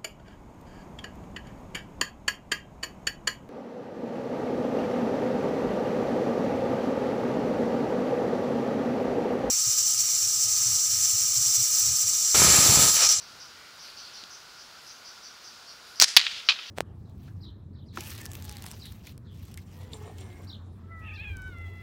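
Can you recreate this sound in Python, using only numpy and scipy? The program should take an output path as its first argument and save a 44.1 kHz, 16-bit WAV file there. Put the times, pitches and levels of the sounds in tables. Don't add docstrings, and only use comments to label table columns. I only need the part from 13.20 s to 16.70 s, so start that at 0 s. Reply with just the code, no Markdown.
import sys
import numpy as np
from scipy import signal
from scipy.fft import rfft, irfft
from scipy.io import wavfile
from scipy.ndimage import uniform_filter1d

SR = 44100
rng = np.random.default_rng(int(sys.argv[2]) if len(sys.argv) > 2 else 0)


def volts(x):
    e = np.asarray(x, float) / 20
    return 10 ** e


def transcribe(signal):
    frames = np.atleast_2d(signal).T
    limited = np.clip(frames, -1, 1)
    pcm = np.round(limited * 32767).astype(np.int16)
    wavfile.write(sys.argv[1], SR, pcm)


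N = 154350
HEDGE_GRAIN_DB = 1.2


def band(x, hz, width_hz):
    return signal.lfilter(*signal.iirpeak(min(hz, .45 * SR), max(hz / width_hz, .3), fs=SR), x)


def steep(x, hz, width_hz):
    return band(band(x, hz, width_hz), hz, 2 * width_hz)


def dull(x, hz):
    return signal.lfilter(*signal.butter(2, min(hz, .45 * SR), fs=SR), x)


def unit(x):
    return x / np.sqrt(np.mean(x ** 2))


def peak(x, db):
    return x * volts(db) / np.abs(x).max()


def colour(points, size):
    hz, db = np.array(points, float).T
    f = np.arange(size // 2 + 1) * SR / size + 1
    gain = volts(np.interp(np.log(f), np.log(hz), db))
    return unit(irfft(rfft(rng.standard_normal(size)) * gain, size))


def tint(x, points):
    hz, db = np.array(points, float).T
    f = np.arange(1025) * SR / 2048 + 1
    cepstrum = irfft(np.log(volts(np.interp(np.log(f), np.log(hz), db))))
    folded = np.r_[cepstrum[0], 2 * cepstrum[1:1024], np.zeros(1024)]
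    h = irfft(np.exp(rfft(folded)))[:1024]
    return signal.fftconvolve(x, h / np.linalg.norm(h))[:len(x)]


def walk(rate_hz, size=N):
    k = max(int(SR / rate_hz), 1)
    steps = rng.standard_normal(size + 1)[:size // k + 1]
    return unit(uniform_filter1d(np.repeat(steps, k), k)[:size])


def fall(t, t60_s):
    return (t >= 0) * volts(-60 * np.maximum(t, 0) / t60_s)


def swell(rows):
    t = np.arange(N) / SR
    out = np.zeros(N)
    for s, rise, hold, t60_s, db in rows:
        release = fall(np.maximum(t - s - rise - hold, 0), t60_s)
        out += volts(db) * np.clip((t - s) / rise, 0, 1) * release
    return out


def grains(points, envelope, rate_hz, spread_db):
    size = len(envelope)
    level = volts(spread_db * walk(rate_hz, size=size)) * envelope
    return tint(rng.standard_normal(size) * level, points)


def add(out, s, x):
    i = int(round(s * SR))
    out[i:i + len(x)] += x[:N - i]


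def add_peak(out, s, x):
    add(out, s - np.abs(x).argmax() / SR, x)


def air():
    # (frequency [Hz], density [dB per Hz])
    hiss_tone = [(18, -39), (30, -12.5), (415, -9.5), (1040, -5.5), (1430, -2.5), (1860, -9), (4910, -7),
                 (8300, -21.5), (16000, -29.5)]
    # (frequency [Hz], width [Hz], level [dB])
    drones = [(1420, 170, -59), (6860, 250, -75), (9490, 450, -74), (11600, 700, -79), (14500, 3000, -74),
              (15350, 500, -81), (4700, 1500, -56)]
    # (frequency [Hz], level [dB])
    whine = [(6844, -72), (6784, -81), (6904, -80), (7420, -85)]
    # (start [s], rise [s], hold [s], fall t60 [s], level [dB])
    gusts = [
        (.6, 0.052, .05, 0.285, -55),
        (.76, 0.032, 0.216, 0.31, -55),
    ]
    # (start [s], rise [s], hold [s], fall t60 [s], level [dB])
    rustles = [
        (.62, 0.0085, 0.076, .1, -67),
        (1.61, 0.012, 0.064, .1, -68),
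        (2.66, 0.017, 0.092, .1, -68),
    ]
    rustle_hz, waver_db, gust_db = 11200, 1.2, 4
    t = np.arange(N) / SR
    out = volts(-50.5) * fall(t, 194) * colour(hiss_tone, size=N)
    for hz, width_hz, db in drones:
        waver = walk(4.516) / 2 + walk(24.904)
        out += volts(db + waver_db * waver) * unit(steep(rng.standard_normal(N), hz, width_hz))
    for hz, db in whine:
        out += volts(db) * np.sin(2 * np.pi * hz * t)
    out += swell(gusts) * unit(steep(rng.standard_normal(N), 3230, 1800))
    for k in (.865, 1.055):
        out += swell(rustles) * unit(steep(rng.standard_normal(N), k * rustle_hz, 1300))
    breeze = unit(band(rng.standard_normal(N), 105, 63))
    return out + volts(-69 + gust_db * walk(2.95)) * fall(t, 8.2) * breeze


def sparrow():
    # (start [s], length [s], level [dB], top [Hz], lowest [Hz])
    chirps = [(.002, 0.0366, -46.5, 6150, 4528), (0.197, 0.0362, -42, 6080, 4684),
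              (0.339, 0.157, -58.5, 2291, 1903), (0.591, 0.04, -44, 6049, 4805),
              (0.621, 0.0846, -49.5, 4876, 4129), (0.766, 0.042, -42.5, 6084, 4210),
              (0.801, 0.087, -48.5, 4900, 4113), (0.934, 0.0458, -43, 5953, 4605),
              (0.952, 0.0754, -49.5, 4793, 4020), (1.101, 0.0537, -44.5, 6235, 4788),
              (1.382, 0.0424, -46.5, 6130, 4574), (1.662, 0.059, -45, 6200, 4611),
              (1.844, 0.0539, -44, 5990, 4421), (2.027, 0.0558, -44, 6093, 4441),
              (2.237, 0.0476, -44, 6200, 4576), (2.469, 0.048, -45.5, 5800, 4277),
              (2.757, 0.0707, -43, 5960, 4497), (3.247, 0.0336, -45, 6050, 4530),
              (3.456, 0.0304, -44.5, 6057, 4500)]
    warble_hz, warble_jitter, first_dip, direct_gain = 147.45, .35, .8, 0.65
    out = np.zeros(N)
    for s, length_s, db, top_hz, low_hz in chirps:
        u = np.arange(int(length_s * SR)) / (length_s * SR)
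        rate_hz = warble_hz * (1 + warble_jitter * walk(120, size=len(u)))
        swing = np.abs(signal.sawtooth(np.pi * np.cumsum(rate_hz) / SR + np.pi))
        depth = first_dip + (1 - first_dip) * np.sqrt(u)
        hz = top_hz + 120 - (240 + top_hz - low_hz) * depth * swing
        fade = np.clip(12 * np.minimum(u, 1 - u), 0, 1)
        add(out, s, volts(db) * np.sin(2 * np.pi * np.cumsum(hz) / SR) * fade)
    trees = rng.standard_normal(SR // 2) * fall(np.arange(SR // 2) / SR, 0.333)
    blurred = signal.fftconvolve(out, trees / np.linalg.norm(trees))[:N]
    return 1.075 * blurred + direct_gain * out


def ticks():
    # (peak [s], level [dB], ring [Hz], width [Hz])
    clicks = [(.6845, -39, 2300, 1100), (1.0387, -25, 3900, 2200), (1.0408, -35, 4300, 1800),
              (1.034, -49, 230, 150), (2.7590, -35, 5000, 900), (2.800, -43, 70, 200),
              (2.822, -32, 250, 300), (2.8225, -22, 800, 500), (2.9690, -33, 260, 200),
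              (2.970, -24, 850, 500), (2.992, -48, 220, 250), (3.08, -60, 50, 60), (3.125, -55, 180, 80),
              (3.132, -54, 55, 60), (3.172, -55, 90, 60)]
    out, t = np.zeros(N), np.arange(1500) / SR
    for s, db, hz, width_hz in clicks:
        push = (1 + .3 * rng.standard_normal(1500)) * fall(t, 0.0003)
        add_peak(out, s, peak(steep(push, hz, width_hz), db))
    return out


def bands():
    # (peak [s], level [dB], ring [Hz], push length [s], low slap [dB])
    snaps = [(2.7990, -17.5, 4800, 0.00053, -7.5), (2.8001, 6.5, 4755, 0.000298, -20.5),
             (2.8052, -12, 4700, 0.00063, -7), (2.8064, -16, 5300, 0.00034, -5.5),
             (2.8093, -21, 5000, 0.00048, -6), (2.813, -12, 4500, 0.001, -2.5),
             (2.8144, -1.5, 5050, 0.00094, 1), (2.8161, 0, 5200, 0.000272, -6),
             (2.8175, -13, 6000, 0.0005, 1), (2.8188, -10, 5500, 0.00061, 2.5),
             (2.8197, -6, 4550, 0.00049, 6.5), (2.8212, -10.5, 5060, 0.00055, 7),
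             (2.8223, 8, 4683, 0.00056, -2.5), (2.8234, 4, 5620, 0.000431, 0),
             (2.8241, -17.5, 4000, .0005, 0), (2.8266, 3, 4555, 0.000578, -4),
             (2.832, -14, 5350, 0.00024, -3), (2.8325, -22.5, 5140, 0.00071, -4.5),
             (2.8339, -15, 4610, .0004, 3.5), (2.8354, -9, 4760, 0.00037, -3.5),
             (2.8367, -10.5, 4220, 0.0004, 4), (2.8391, -7, 5630, .0007, -12.5),
             (2.8405, -7, 4850, .0004, -10), (2.8428, -10.5, 4760, 0.0005, 2),
             (2.8455, -8.5, 4980, 0.00042, -13), (2.8494, -19.5, 5490, 0.00075, -5),
             (2.8732, -29.5, 5170, .0008, 5), (2.8838, -22.5, 4330, 0.00091, 7),
             (2.8897, -20, 4800, .0008, -6), (2.906, -27.5, 5750, .0008, -10.5)]
    # (start [s], rise [s], hold [s], fall t60 [s], level [dB])
    flutter = [
        (2.797, 0.00303, .001, 0.0116, -25),
        (2.803, 0.0184, 0.0063, 0.0353, -19),
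        (2.829, 0.00394, 0.0119, 0.0253, -21),
    ]
    # (frequency [Hz], density [dB per Hz])
    flutter_tone = [(59, -86), (100, -32.5), (910, -18), (1310, -18), (1650, -11), (3320, -7), (5420, -2.5),
                    (9820, -19), (16000, -33.5)]
    # (start [s], rise [s], hold [s], fall t60 [s], level [dB])
    wash = [
        (2.848, 0.0038, 0.0116, 0.137, -35),
        (2.870, 0.0115, 0.0108, 0.51, -34.5),
    ]
    # (frequency [Hz], density [dB per Hz])
    wash_tone = [(100, -48.5), (300, -27.5), (1100, -20.5), (1650, -9.5), (3600, -7.5), (4800, 0.5),
                 (7000, -8.5), (10500, -21.5), (16000, -44)]
    out, t = np.zeros(N), np.arange(600) / SR
    for s, db, hz, push_s, low_db in snaps:
        push = np.clip(np.minimum(t / .0002, 2 - 2 * t / push_s), 0, 1)
        hit = rng.standard_normal(600) * push
        bright = volts(-16 + 1.4 * db) * unit(steep(hit, 14000, 4880))
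        ring = unit(unit(steep(hit, hz, 1068)) + bright)
        slap = volts(-11 + low_db) * unit(steep(hit, 1770, 1068))
        wide = volts(-3) * unit(tint(hit, flutter_tone))
        add_peak(out, s, peak(ring + slap + wide, db))
    out += grains(flutter_tone, swell(flutter), rate_hz=980, spread_db=3)
    return out + grains(wash_tone, swell(wash), rate_hz=400, spread_db=HEDGE_GRAIN_DB)


def tail(near_db, far_db, last_s):
    # (frequency [Hz], density [dB per Hz])
    near_tone = [(300, -59.5), (519, -25.5), (1170, -8.5), (1430, -12.5), (4090, 3), (7500, -14.5),
                 (10400, -26), (16000, -50.5)]
    # (frequency [Hz], density [dB per Hz])
    far_tone = [(300, -35.5), (470, -30), (1140, -21.5), (1400, -15.5), (3300, -3.5), (5000, -9),
                (7500, -23.5), (16000, -51.5)]
    t = np.arange(SR) / SR
    near = volts(near_db) * fall(t, .13)
    far = volts(far_db) * fall(t, 1.5) * fall(np.maximum(t - last_s, 0), .8)
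    return grains(near_tone, near, 330, HEDGE_GRAIN_DB) + grains(far_tone, far, 221, HEDGE_GRAIN_DB)


def ball(s, db, ring, tone, order):
    # (delay [s], after strike [dB], after drop [dB])
    echoes = [(.0030, 0, -1), (.0044, 0, -7), (.0062, -4, -13), (.0073, -14, -5), (.0090, -11, -10),
              (.0113, -21, -15), (.0139, -20, -19), (.0162, -12, -13), (.0186, -22, -9), (.0215, -22, -18),
              (.0287, -15, -25), (.0309, -26, -14), (.0350, -18, -15), (.0482, -19, -27), (.0520, -27, -24),
              (.0750, -29, -30), (.1010, -16, -25), (.1056, -21, -27)]
    # (near [dB], far [dB], last far echo [s])
    scatter = [
        (-19.5, -30.5, .21),
        (-20, -37, .3),
    ]
    crack_db, ring_widen, echo_scatter_db, box_low_hz, rattle_t60_s = -4, 1.7, 3, 1300, .003
    top_hz, dull_s = 16560, 0.0203
    box_cut = signal.butter(3, box_low_hz, "high", fs=SR, output="sos")
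    out, t = np.zeros(N), np.arange(2400) / SR
    for late_s, echo_db in [(0.000054, 0)] + [(row[0], row[order]) for row in echoes]:
        chance = rng.standard_normal(2400)
        modes = np.zeros(2400)
        for k, (hz, width_hz, mode_db) in enumerate(ring):
            level = (-1) ** k * volts(mode_db + echo_scatter_db * chance[-1 - k])
            modes += level * np.sin(2 * np.pi * hz * t) * np.exp(-np.pi * ring_widen * width_hz * t)
        modes = signal.sosfilt(box_cut, modes)
        crack = tint(chance * fall(t, rattle_t60_s), tone)
        blow = dull(unit(modes) + volts(crack_db) * unit(crack), top_hz / (1 + late_s / dull_s))
        add(out, s + late_s, peak(blow, db + echo_db))
    add(out, s + 0.0058, tail(*scatter[order - 1]))
    return out


def strike():
    # (frequency [Hz], width [Hz], level [dB])
    ring = [(1515, 97.5, -17.5), (1609, 119, -16), (1988, 163, -12), (2330, 138, -8.5), (2947, 230, -3),
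            (3173, 160, -5.5), (3692, 224, -1), (4404, 173, -3.5), (4767, 167, -4), (5405, 260, -15),
            (5760, 300, -13.5), (6808, 340, -15), (7370, 250, -19.5)]
    # (frequency [Hz], density [dB per Hz])
    tone = [(100, -39.5), (550, -26), (1000, -13.5), (3700, -0.5), (5000, -4), (8900, -23), (11500, -13.5),
            (16000, -19.5)]
    return ball(2.9656, 5, ring, tone, order=1)


def drop():
    # (frequency [Hz], width [Hz], level [dB])
    ring = [(481, 33.7, -21.5), (866, 38, -20), (1291, 30, -17), (2294, 192, -6.5), (2527, 77, -1.5),
            (3055, 169, 0.5), (3326, 101, -3), (3480, 191, -2), (3999, 132, -6), (4510, 185, -14.5),
            (5100, 305, -7), (6200, 360, -28.5)]
    # (frequency [Hz], density [dB per Hz])
    tone = [(100, -39.5), (424, -25), (1080, -10), (1800, -5), (2860, -10.5), (4500, 5.5), (6420, -9),
            (9000, -42), (16000, -75)]
    top_hz = 7200
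    return dull(dull(ball(3.2876, -1, ring, tone, order=2), top_hz), top_hz)


def scene():
    quiet_cut = signal.ellip(12, .2, 60, 15730, fs=SR, output="sos")
    out = signal.sosfilt(quiet_cut, air() + sparrow())
    out += ticks() + bands()
    add(out, 2.822, tail(near_db=-49, far_db=-42.5, last_s=0.47))
    out += strike() + drop()
    return out[None]


def roll_off(x):
    return signal.sosfilt(signal.butter(12, 16630, fs=SR, output="sos"), x)


def record(dry):
    bass_cut_hz, top_hz = 800, 16300
    clipped_off = np.clip(dry, -1, 1) - dry
    clipping = signal.lfilter(*signal.butter(1, bass_cut_hz, "high", fs=SR), clipped_off)
    cut = signal.sosfilt(signal.ellip(6, .2, 50, top_hz, fs=SR, output="sos"), dry + clipping)
    return roll_off(np.clip(cut, -1, 1))


dry = scene()
out = record(dry)
transcribe(out)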